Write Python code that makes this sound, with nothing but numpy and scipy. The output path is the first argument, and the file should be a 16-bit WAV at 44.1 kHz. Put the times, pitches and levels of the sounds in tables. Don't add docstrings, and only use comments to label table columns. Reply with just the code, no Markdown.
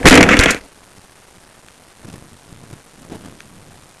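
import sys
import numpy as np
from scipy import signal
from scipy.fft import rfft, irfft
from scipy.io import wavfile

SR = 44100
rng = np.random.default_rng(int(sys.argv[2]) if len(sys.argv) > 2 else 0)


def store_wav(level_fs):
    pcm = np.round(np.clip(np.atleast_2d(level_fs), -1, 1) * 32767)
    wavfile.write(sys.argv[1], SR, pcm.T.astype(np.int16))


N = 176400
TIME = np.arange(N) / SR


def from_db(db):
    return 10 ** (np.asarray(db) / 20)


def rms_one(x):
    return x / np.sqrt(np.mean(x ** 2) + 1e-20)


def butter(x, hz, kind, order):
    return signal.sosfilt(signal.butter(order, hz, kind, fs=SR, output="sos"), x)


def slow_noise(hz):
    return rms_one(butter(rng.standard_normal(N + SR), hz, "low", order=2)[SR:])


def resonate(x, hz, width_hz):
    r = np.exp(-np.pi * width_hz / SR)
    b = (1 - r * r) / 2 * np.array([1, 0, -1])
    a = [1, -2 * r * np.cos(2 * np.pi * hz / SR), r * r]
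    return signal.lfilter(b, a, signal.lfilter(b, a, x + 1e-18))


def noise_band(hz, width_hz):
    return rms_one(resonate(rng.standard_normal(N), hz, width_hz))


def grains(per_s=5000, spread_db=3.5):
    sizes = from_db(spread_db * np.minimum(rng.exponential(1, N), 4))
    signs = rng.choice([-1, 1], N)
    return sizes * signs * (rng.random(N) < per_s / SR)


def shake(resonances, force):
    out, power = 0, 0
    for pitch_hz, width_hz, level_db in resonances:
        clicks = from_db(level_db) * grains()
        out = out + resonate(clicks * force, pitch_hz, width_hz)
        power += np.mean(resonate(clicks, pitch_hz, width_hz) ** 2)
    return out / np.sqrt(power)


# pitch_hz, relative_db
HISS_COLOUR = [(30, 1.5), (150, -1.5), (650, -3.5), (1500, -8), (4000, -20.5), (9000, -22), (16000, -28.5)]
def electronics(hiss_db=-42, whine_db=-51, whine_hz=8845):
    pitch_hz, relative_db = np.transpose(HISS_COLOUR)
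    all_hz = np.fft.rfftfreq(N, 1 / SR)
    colour = from_db(np.interp(np.log(all_hz + 1), np.log(pitch_hz), relative_db))
    hiss = rms_one(irfft(rfft(rng.standard_normal(N)) * colour, N))
    whine = np.sin(2 * np.pi * whine_hz * TIME)
    return from_db(hiss_db) * hiss + from_db(whine_db) * whine


def breeze(level_db=-55.5, pitch_hz=140.6):
    return from_db(level_db) * noise_band(pitch_hz, width_hz=1.5 * pitch_hz)


# time_s, crackle_db, rumble_db
DRAG_LEVELS = [(0, -36.5, -21.5), (0.029, -50, -26.5), (0.048, -28, -11.5), (0.066, -25, -22),
               (.15, -12, -6), (0.241, -21, -11.5), (0.274, -21, -13.5), (0.311, -9.5, -14),
               (0.337, -12, -16), (.36, -20, -19), (.40, -14, -23.5), (0.429, -8.5, -12), (.45, -23, -19.5),
               (0.473, -19, -20), (.50, -11.5, -22.5), (.53, -22.5, -29), (.56, -28, -27.5),
               (0.589, -36, -37), (0.661, -65, -39)]
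def drag_forces(flutter_db=1.5):
    time_s, crackle_db, rumble_db = np.transpose(DRAG_LEVELS)
    wobble_db = flutter_db * slow_noise(hz=70)
    crackle = from_db(np.interp(TIME, time_s, crackle_db, right=-np.inf) + wobble_db)
    rumble = from_db(np.interp(TIME, time_s, rumble_db, right=-np.inf))
    return crackle, rumble


def burst(start_s, decay_s):
    return (TIME >= start_s) * np.exp(-np.abs(TIME - start_s) / decay_s)


# start_s, crack_db, knock_db, snap_db, decay_s
GROUND_HITS = [(0.0297, -13.5, -32.5, -35, 0.0015), (0.055, 7, -0.5, -10.5, 0.022),
               (0.067, 17, -10, -27, 0.0049), (0.075, 7.5, -5, 2.5, 0.014), (0.096, 12.5, 1, 1, 0.0035),
               (0.108, 14, 12.5, -35, 0.0058), (0.126, 4, 6, -32, 0.0053), (.141, -11, -1, -5.5, 0.0027),
               (0.1534, 3, 5.5, -3, 0.004), (.175, 11.5, 8, -15, 0.005), (.203, -32, -15, -41, 0.0054),
               (0.2071, 8, 9.5, -18, 0.0039), (0.2279, 10, -2.5, -4, 0.0026),
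               (0.238, -8.5, -36, -21, 0.0031), (0.289, 0, -11, -23, 0.0019),
               (0.311, -14, -11.5, -36, 0.0048), (0.3377, -12.5, -4.5, -27, 0.0021),
               (0.3686, -11, -17, -20, 0.0044), (0.391, 11.5, 1, 12, 0.0027),
               (0.409, -31, -16, -17, 0.0048), (.436, -6.5, -19, -12.5, 0.0056),
               (.458, -3, -2.5, -21, 0.0036), (0.506, -32, -17, -11.5, 0.0088),
               (0.5463, -12, -9, -18.5, 0.00074)]
def hit_forces():
    cracks, knocks, snaps = 0, 0, 0
    for start_s, crack_db, knock_db, snap_db, decay_s in GROUND_HITS:
        hit = burst(start_s, decay_s)
        cracks = cracks + from_db(crack_db) * hit
        knocks = knocks + from_db(knock_db) * hit
        snaps = snaps + from_db(snap_db) * hit
    return cracks, knocks, snaps


# pitch_hz, width_hz, relative_db
SHELL_RINGS = [(1449, 860, 1.5), (2059, 740, 3), (2556, 540, -2), (3404, 380, -10.5), (6050, 2700, -18.5)]
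MUFFLED_FRAME_RINGS = [(254, 406, 3.5), (460, 390, -5), (988, 790, -16.5)]
FREE_FRAME_RINGS = [(126.3, 160, -7.5), (215.2, 70, 0), (282.5, 62, 1.5), (389, 110, -3.5), (488, 84, -0.5),
                    (672, 230, -7), (926, 510, -17)]
STALK_RINGS = [(4160, 2600, 0.5), (6850, 3500, 3), (10400, 8800, -8.5)]
def crash(bump_db=-4.5, ring_on_db=-5, drag_snap_db=-30):
    crackle, rumble = drag_forces()
    cracks, knocks, snaps = hit_forces()
    bumps = from_db(bump_db) * rumble * slow_noise(hz=61.7)
    shell = shake(SHELL_RINGS, crackle + cracks)
    muffled_frame = shake(MUFFLED_FRAME_RINGS, knocks)
    free_frame = shake(FREE_FRAME_RINGS, rumble + from_db(ring_on_db) * knocks)
    stalks = shake(STALK_RINGS, from_db(drag_snap_db) * crackle + snaps)
    return bumps + shell + muffled_frame + free_frame + stalks


# start_s, pitch_hz, level_db, decay_s
HULL_CLACKS = [(0.0307, 1750, -20, 0.0046), (0.2284, 2700, 1, 0.0026), (0.459, 3260, -1, 0.0021)]
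def clacks():
    out = 0
    for start_s, pitch_hz, level_db, decay_s in HULL_CLACKS:
        age_s = np.maximum(TIME - start_s, 0)
        out = out + from_db(level_db) * np.sin(2 * np.pi * pitch_hz * age_s) * np.exp(-age_s / decay_s)
    return out


# start_s, length_s, level_db
AIR_SHOVES = [(0.051, 0.02, 2.5), (0.083, .033, 11), (0.391, .007, 14)]
def shoves():
    out = 0
    for start_s, length_s, level_db in AIR_SHOVES:
        progress = np.clip((TIME - start_s) / length_s, 0, 1)
        out = out + from_db(level_db) * np.sin(np.pi * progress)
    return out


# pitch_hz, width_hz, relative_db
THUD_RINGS = [(136, 162, 3.5), (297, 227, 1.5)]
def thud(level_db=16.5):
    return shake(THUD_RINGS, from_db(level_db) * burst(start_s=0.056, decay_s=0.016))


# middle_s, half_width_s, level_db, pitch_hz
WIND_GUSTS = [(0.979, 0.016, -39.5, 130), (1.37, 0.025, -45, 111), (2.075, 0.035, -32.5, 135.2),
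              (2.147, 0.014, -33.5, 139.2), (2.219, 0.043, -37, 115.5), (2.332, 0.021, -39, 95.8),
              (2.529, 0.038, -35.5, 110), (2.62, 0.019, -36.5, 132.4), (2.721, 0.054, -35.5, 114.8),
              (3.032, 0.054, -37, 138.3), (3.133, .025, -27.5, 229), (3.262, 0.061, -34, 162),
              (3.501, 0.099, -41, 121), (3.75, 0.086, -42, 109.7)]
def gusts(swirl_db=-5):
    air = rng.standard_normal(N)
    swirls = from_db(swirl_db) * noise_band(90.3, width_hz=110)
    out = 0
    for middle_s, half_width_s, level_db, pitch_hz in WIND_GUSTS:
        swell = np.exp(-0.5 * ((TIME - middle_s) / half_width_s) ** 2)
        rush = rms_one(resonate(air, pitch_hz, width_hz=1.5 * pitch_hz))
        out = out + from_db(level_db) * swell * (rush + swirls)
    return out


# start_s, level_db
STALK_TAPS = [(1.667, -28.5), (1.685, -23), (3.405, -17.5)]
# pitch_hz, width_hz, relative_db
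TAP_RINGS = [(1680, 760, -1.5), (2300, 710, -3.5), (3100, 640, -7.5), (6130, 550, -9.5)]
def ticks():
    taps = np.zeros(N)
    for start_s, level_db in STALK_TAPS:
        taps[int(start_s * SR)] = from_db(level_db)
    rings = sum(from_db(db) * resonate(taps, hz, width_hz) for hz, width_hz, db in TAP_RINGS)
    return rings * taps.max() / np.abs(rings).max()


def scene():
    return (electronics() + breeze() + crash() + clacks() + shoves() + thud() + gusts() + ticks())[None]


def coarse_converter(x, step=0.033, smallest_heard=0.011):
    sampled = x[:, ::2]
    step_count = np.ceil(np.maximum(np.abs(sampled) - smallest_heard, 0) / step)
    steps = step * np.sign(sampled) * step_count
    steps = steps - 0.018 * (steps > 0) + 0.027 * (steps < 0)
    return np.repeat(steps, 2, axis=1)


def record(dry, overload=0.98, ceiling=0.87):
    squashed = dry / (1 + (dry / overload) ** 8) ** (1 / 8)
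    sagged = butter(squashed, hz=18, kind="high", order=1)
    gritty = coarse_converter(np.clip(sagged, -ceiling, ceiling))
    smoothed = butter(gritty, hz=11650, kind="low", order=8)
    treble_cut = signal.cheby2(12, 60, 15800, fs=SR, output="sos")
    return signal.sosfilt(treble_cut, np.clip(smoothed, -ceiling, ceiling))


dry = scene()
out = record(dry)
store_wav(out)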